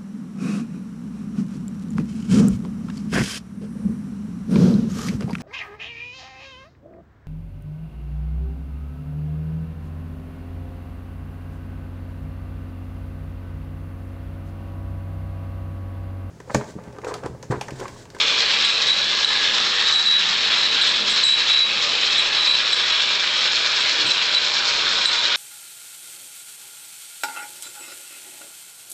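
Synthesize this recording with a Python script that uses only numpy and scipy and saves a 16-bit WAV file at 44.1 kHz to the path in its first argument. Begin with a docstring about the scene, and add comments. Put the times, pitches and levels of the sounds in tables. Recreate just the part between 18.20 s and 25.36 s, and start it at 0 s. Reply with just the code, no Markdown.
"""A tiled room: a toy steam roller runs in a slow curve across the floor, close to a small camera.
Loose gears clatter in the tin body and steam puffs with each crank turn: random contacts and noise, filtered.
Wheels rumble on the tiles, thin panels sing as they turn past, and a steel part clinks and chatters as a
beating tone pair with overtones. Faint steady tones lie under it all, with one soft bump.
The camera's gain control ducks the whole mix at loud moments, and its treble is band-limited."""
import sys
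import numpy as np
from scipy import signal
from scipy.fft import rfft, irfft, next_fast_len
from scipy.io import wavfile
from scipy.ndimage import uniform_filter1d, map_coordinates

SR = 44100
rng = np.random.default_rng(int(sys.argv[2]) if len(sys.argv) > 2 else 0)


def store_wav(level_fs):
    """Save 16-bit WAV to argv[1]."""
    pcm = np.round(np.clip(np.atleast_2d(level_fs), -1, 1) * 32767)
    wavfile.write(sys.argv[1], SR, pcm.T.astype(np.int16))


N = 315756
TIME = np.arange(N) / SR  # s

# the way the roller points, 0 = straight away, 90 = side on: (time [s], heading [deg])
HEADING = [(0, -50), (1.5, 0), (3, 35), (5, 80), (7.2, 100)]


def amp(db):
    """Decibels to gain."""
    return 10 ** (np.asarray(db) / 20)


def unit(x):
    """Scale to rms 1."""
    return x / np.sqrt(np.mean(x ** 2) + 1e-20)


def along(points, hz):
    """Read (frequency [Hz], value) points on a log frequency axis."""
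    point_hz, values = np.transpose(points)
    return np.interp(np.log(hz + 1), np.log(point_hz + 1), values)


def curves(rows):
    """Interpolate each column after the time to one value per sample."""
    time_s, *columns = np.transpose(rows)
    return [np.interp(TIME, time_s, column) for column in columns]


def wobble(rate_hz):
    """Smooth random curve through rate_hz knots a second."""
    knots = rng.standard_normal(int(N * rate_hz / SR) + 4)
    return map_coordinates(knots, [TIME * rate_hz])


def filtered(x, response):
    """Pass x through a complex response of frequency."""
    size = next_fast_len(N + SR // 2)
    spectrum = rfft(x, size) * response(np.fft.rfftfreq(size, 1 / SR))
    return irfft(spectrum, size)[:N]


def coloured(x, points, size=4096):
    """Minimum-phase filter through (frequency [Hz], level [dB]) points; the result has rms 1."""
    gain = amp(along(points, np.fft.rfftfreq(size, 1 / SR)))
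    cepstrum = irfft(np.log(gain))
    # folding the cepstrum makes the filter causal
    cepstrum[1:size // 2] *= 2
    cepstrum[size // 2 + 1:] = 0
    kernel = irfft(np.exp(rfft(cepstrum)))
    return unit(signal.fftconvolve(x, kernel)[:N])


def resonate(x, modes):
    """Ring parallel (centre [Hz], width [Hz], level [dB]) resonances; the result has rms 1."""
    def response(f):
        return sum(amp(db) * 1j * f * width / (centre * centre - f * f + 1j * f * width)
                   for centre, width, db in modes)
    return unit(filtered(x, response))


def impacts(rate_hz, scatter_db):
    """Irregular contacts of uneven strength and random sign, rate_hz a second on average; rms 1."""
    hit = rng.random(N) < rate_hz / SR
    strength = amp(scatter_db * np.clip(rng.standard_normal(N), -2, 2))
    return unit(hit * strength * rng.choice([-1, 1], N))


def ring_on(x, t60_s):
    """Crowded sheet-metal modes: noise that follows the decaying energy of each contact; rms 1."""
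    t = np.arange(SR // 10) / SR
    decay = amp(-60 * t / t60_s)
    energy = np.abs(signal.oaconvolve(x ** 2, decay ** 2)[:N])
    return unit(np.sqrt(energy) * rng.standard_normal(N))


def diffuse(x, t60_s, count, delay_s=0):
    """Dense decaying noise tail, drawn anew in each of count stretches as the roller moves on."""
    t = np.arange(SR // 2) / SR
    out = np.zeros(N + SR)
    for block in np.array_split(np.arange(N), count):
        tail = rng.standard_normal(len(t)) * amp(-60 * t / t60_s) * (t >= delay_s)
        piece = signal.fftconvolve(x[block], tail / np.linalg.norm(tail))
        out[block[0]:][:len(piece)] += piece
    return out[:N]


def steady_tones():
    """Faint steady tones, from a low hum up to the midrange: sines whose phase drifts slightly."""
    # (frequency [Hz], rms level [dB])
    faint_lines = [(120, -61.5), (151, -65.5), (360, -52), (580, -57), (820, -63.5)]
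    return sum(amp(db) * np.sqrt(2) * np.sin(2 * np.pi * hz * TIME + 0.22 * wobble(3.4))
               for hz, db in faint_lines)


def room(x):
    """The tiled room's short reverberation: a diffuse tail after a small delay."""
    return diffuse(x, t60_s=0.47, count=10, delay_s=.005)


def bump():
    """A dull, low bump: overlapping Gaussian swells of narrow-band noise."""
    # (centre time [s], frequency [Hz], level [dB], Gaussian sigma [s])
    thuds = [(5.838, 300, -39, 0.053), (5.869, 133, -37, 0.018)]
    out = np.zeros(N)
    for centre_s, hz, db, sigma_s in thuds:
        swell = amp(db) * np.exp(-.5 * ((TIME - centre_s) / sigma_s) ** 2)
        band = [(hz / 2, -30), (hz, 0), (hz * 2.7, -30)]
        out += swell * coloured(rng.standard_normal(N), band)
    return out


def wheels():
    """Bare metal rims roll over the grain of the tiles: random contacts drive rumble and frame resonances."""
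    # rumble over time, including dips where the gain ducks: (time [s], relative level [dB])
    rumble_level = [(0.0, -33), (0.42, -38), (0.48, -48), (0.54, -36.5), (1.62, -37.5), (1.79, -47),
                    (2.13, -38.5), (2.93, -36), (2.95, -41), (3.47, -41), (3.55, -35.5), (4.69, -42),
                    (5.8, -38.5), (5.82, -37), (5.96, -44.5), (6.78, -35), (6.82, -42), (7.16, -39.5)]
    # rumble spectrum: (frequency [Hz], relative level [dB])
    rumble_colour = [(20, -4.5), (75, -10.5), (130, -10.5), (205, -3), (270, -2.5), (390, -5.5), (460, 2),
                     (600, 0.5), (720, -7), (850, -6.5), (1300, -7), (3000, -35)]
    # wheel and frame resonances: (centre [Hz], width [Hz], relative level [dB])
    frame_modes = [(456.4, 17, 4), (568, 41, -1), (804, 10, 3.5)]
    rumble_db, = curves(rumble_level)
    rumble = coloured(impacts(rate_hz=3000, scatter_db=4.5), rumble_colour)
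    frame = resonate(impacts(rate_hz=2500, scatter_db=1.0), frame_modes)
    return amp(rumble_db - 4.0) * (rumble + amp(-3.5) * frame)


def panels():
    """Thin body panels ring as narrow-band noise; each beam sweeps past the camera as the roller turns."""
    # (loudest heading [deg], centre [Hz], width [Hz], relative level [dB])
    panel_modes = [(-54, 2434, 150, -28), (1, 200, 44, -49.5), (4.5, 815, 29, -48), (-7.5, 1690, 81, -34.5),
                   (7, 1790, 130, -35), (50.5, 2600, 170, -32.5), (70, 5380, 140, -36.5),
                   (66, 1243, 62, -42), (75.5, 510, 120, -47), (84.5, 2370, 150, -33.5),
                   (102.5, 630, 53, -46), (103.5, 970, 53, -41.5), (108, 1490, 110, -32.5)]
    beam_2khz_deg = 16.2  # beam sigma at 2 kHz; lower notes spread wider
    heading_deg, = curves(HEADING)
    out = np.zeros(N)
    for facing_deg, hz, width_hz, db in panel_modes:
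        b, a = signal.iirpeak(hz, hz / width_hz, SR)
        ring = unit(signal.lfilter(b, a, rng.standard_normal(N)))
        spread_deg = beam_2khz_deg * np.sqrt(2000 / hz)
        beam = np.exp(-.5 * ((heading_deg - facing_deg) / spread_deg) ** 2)
        out += amp(db + 1.7 * wobble(9)) * beam * ring
    return out


def knocks(steel_hz=3940, steel_t60_s=0.027, click_t60_s=.006):
    """Hard contacts: a decaying noise click in the gears plus a short sine ring of the steel part."""
    # (time [s], relative click peak [dB], relative steel ring [dB])
    hard_contacts = [(0.7049, -12, -10), (1.0463, -10.5, 0), (1.401, -7.5, -36), (1.467, -11.5, -36),
                     (1.601, -10, -27), (1.725, -16.5, -2.5), (1.7596, -12, -6), (1.8621, -14, -4),
                     (2.6126, -14.5, -5.5), (3.036, -12, -6.5), (4.148, -9, -10), (4.7242, -8, -7.5),
                     (5.277, -6, -18), (5.695, -7.5, -9), (6.8569, -6, -2.5), (7.0535, -9, -9)]
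    click_colour = [(500, -29), (1500, -4.0), (4000, 9.5), (8000, -20)]  # Hz, dB
    t = np.arange(SR // 10) / SR
    onset = 1 - np.exp(-t / .0005)
    ring = np.sin(2 * np.pi * steel_hz * t) * amp(-60 * t / steel_t60_s) * onset
    out = np.zeros(N + SR)
    for start_s, click_db, ring_db in hard_contacts:
        burst = rng.standard_normal(len(t)) * amp(-60 * t / click_t60_s)
        click = coloured(burst, click_colour)[:len(t)]
        click /= np.abs(click).max()
        out[round(start_s * SR):][:len(t)] += amp(click_db) * click + amp(ring_db) * ring
    return out[:N]


def chatter(rise_s=0.0015, fall_t60_s=0.021, dulling_t60_s=0.37):
    """A loose steel part chatters: a rough beating ring whose overtones dull, lingering after each bout."""
    # bouts: (start [s], length [s], relative ring level [dB], relative overtone level [dB])
    bouts = [(.445, 0.013, -17.5, -32), (0.486, 0.076, -28, -42.5), (0.671, 0.062, -20, -40.5),
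             (0.759, .08, -22.5, -50.5), (1.047, 0.0025, -12.5, -26.5), (1.067, 0.027, -20, -42),
             (1.131, 0.078, -27, -50), (1.658, 0.035, -20, -45.5), (1.729, .09, -21.5, -36),
             (1.854, 0.13, -18, -42), (2.369, .1, -20.5, -44), (2.614, .02, -20.5, -36),
             (2.667, .04, -25, -37.5), (2.893, 0.056, -27, -34.5), (3.037, .115, -14, -26),
             (3.292, .145, -14.5, -42.5), (3.977, 0.028, -16, -34), (4.151, 0.1, -22.5, -49),
             (4.271, .085, -15.5, -38.5), (4.526, 0.02, -13.5, -32), (5.6, 0.034, -36, -39.5),
             (5.862, .02, -20.5, -35.5), (5.903, .018, -14.5, -37), (6.145, 0.039, -15.5, -42.5),
             (6.725, 0.0086, -29, -37.5), (6.856, 0.037, -18.5, -28), (6.946, 0.058, -25, -56)]
    # close pair that beats: (frequency [Hz], level from behind [dB], level side on [dB])
    steel_pair = [(3897, 0, -8), (3968, -9, 0)]
    # (centre [Hz], width [Hz], relative level [dB])
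    overtone_modes = [(5330, 120, -6), (6995, 22, 3), (7650, 120, 4), (8370, 130, -1)]
    linger_db, linger_t60_s = -12, .4  # free ring after a bout
    flutter_rad, idle_db = .25, -37  # fast phase flutter; relative ring from the shaking alone

    ring = amp(idle_db + 2.5 * wobble(12))
    bright = np.zeros(N)
    for start_s, length_s, ring_db, overtone_db in bouts:
        age_s = np.maximum(TIME - start_s, 0)
        after_s = np.maximum(TIME - start_s - length_s, 0)
        fall = amp(-60 * after_s / fall_t60_s)
        linger = amp(linger_db - 60 * after_s / linger_t60_s)
        bout = np.minimum(age_s / rise_s, 1) * np.maximum(fall, linger)
        ring = np.maximum(ring, amp(ring_db) * bout)
        bright = np.maximum(bright, amp(overtone_db - 60 * age_s / dulling_t60_s) * bout)

    side_on = np.sin(np.radians(curves(HEADING)[0])) ** 6
    pair = np.zeros(N)
    for hz, behind_db, side_db in steel_pair:
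        level = amp(behind_db) * (1 - side_on) + amp(side_db) * side_on
        phase_rad = flutter_rad * wobble(220) + 1.1 * wobble(17)
        pair += level * np.sin(2 * np.pi * hz * TIME + phase_rad)
    tone = unit(amp(1.4 * wobble(300)) * pair)  # fast level flutter roughens the ring
    overtones = resonate(impacts(rate_hz=1200, scatter_db=3.5), overtone_modes)
    return amp(-.3) * ring * tone + amp(0.6) * bright * overtones


def engine():
    """Gear teeth knock in the tin body and steam escapes, both strongest on the piston's power stroke."""
    # (time [s], crank speed [turns/s])
    crank = [(0, 9), (1.2, 8.48), (2, 9.35), (3.6, 9.4), (4.5, 9.05), (5.4, 9.38), (6.2, 8.65), (7.2, 8.6)]
    # levels over time, including ducked moments:
    # (time [s], relative gear clatter [dB], relative steam and fine rattle [dB])
    clatter_level = [(0.0, -17, -19.5), (0.04, -21.5, -26.5), (0.4, -21, -26.5), (0.54, -22.5, -27),
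                     (1.71, -20.5, -27), (1.75, -26.5, -31), (2.13, -21, -27.5), (3.39, -21.5, -27.5),
                     (3.47, -24.5, -33), (3.61, -21.5, -27), (4.44, -21.5, -30.5), (5.34, -22, -26.5),
                     (6.28, -22, -27.5), (6.8, -21, -25), (6.92, -24, -28.5), (7.16, -21, -25)]
    # clatter and steam spectra: (frequency [Hz], relative level [dB])
    gear_colour = [(500, -31.5), (1000, -19), (1900, -7.5), (2400, -4.5), (2950, -3.5), (3400, 1),
                   (3850, 0.5), (4250, -2.5), (4700, -9.5), (5400, -14.5), (5850, -28.5), (7600, -22.5),
                   (8500, -59)]
    hiss_colour = [(2500, -25.5), (4200, 7), (4700, 0.5), (5400, 3), (5850, -4.5), (6500, -6.5),
                   (7550, -12.5), (7900, -19), (8400, -34.5), (8900, -54.5)]
    # tin body resonances: (centre [Hz], width [Hz], relative level [dB])
    tin_modes = [(1032, 47, -6), (1149, 130, -2), (1294, 140, -0.5), (1490, 240, -0.5), (1656, 60, 6),
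                 (1784, 130, -2.5)]
    crank_start_turns, tin_t60_s = 0.14, .026
    gear_swell_db, body_swell_db, steam_swell_db = .9, .5, 1.9  # on each power stroke
    gear_ratio, bind_db = 3, .3  # gears bind once per turn of a wheel that takes 3 crank turns

    (speed,), (gear_db, steam_db) = curves(crank), curves(clatter_level)
    turns = crank_start_turns + np.cumsum(speed) / SR
    stroke = np.cos(2 * np.pi * turns)
    load_db = bind_db * np.cos(2 * np.pi * turns / gear_ratio)

    contacts = impacts(rate_hz=1900, scatter_db=1.56)
    # some ring is each contact's own, some is shared by neighbours and shifts as the roller moves
    own_ring = ring_on(contacts, tin_t60_s)
    shared_ring = diffuse(contacts, tin_t60_s, count=70)
    teeth = unit(contacts + amp(-1.0) * own_ring + amp(-5.5) * shared_ring)
    gears = amp(gear_db + 0.5 + gear_swell_db * stroke) * coloured(teeth, gear_colour)
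    body = amp(gear_db - 12.0 + body_swell_db * stroke) * resonate(teeth, tin_modes)

    fine = rng.standard_normal(N) + 0.65 * impacts(rate_hz=350, scatter_db=6.5)
    puff_db = steam_db - 0.56 + steam_swell_db * stroke + 1.9 * wobble(50)
    steam = amp(puff_db) * coloured(fine, hiss_colour)
    return amp(load_db) * (gears + body + steam)


def scene():
    """The roller in its room, over the steady tones and the bump."""
    roller = wheels() + panels() + knocks() + chatter() + engine()
    return (steady_tones() + bump() + amp(-8.5) * room(roller) + amp(-0.66) * roller)[None]


def gain_control(x, limit_db=-14.6, recovery_db_per_s=110):
    """Power above the limit ducks the gain within a few milliseconds; it recovers more slowly."""
    power = np.abs(uniform_filter1d(x ** 2, SR // 200))
    excess_db = np.maximum(10 * np.log10(power + 1e-12) - limit_db, 0)
    # hold each peak, falling at the recovery rate
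    recovery_db = recovery_db_per_s * TIME
    cut_db = np.maximum.accumulate(excess_db + recovery_db) - recovery_db
    attack = SR // 300  # samples
    return x * amp(-signal.lfilter([1 / attack], [1, 1 / attack - 1], cut_db))


def record(dry):
    """The camera rides its gain, rolls off the treble and keeps nothing above its band limit."""
    # treble roll-off: (frequency [Hz], gain [dB])
    roll_off = [(8420, 0), (8600, -8), (8950, -26)]
    top_hz = 8950
    return filtered(gain_control(dry[0]), lambda hz: amp(along(roll_off, hz)) * (hz < top_hz))[None]


dry = scene()
out = record(dry)
store_wav(out)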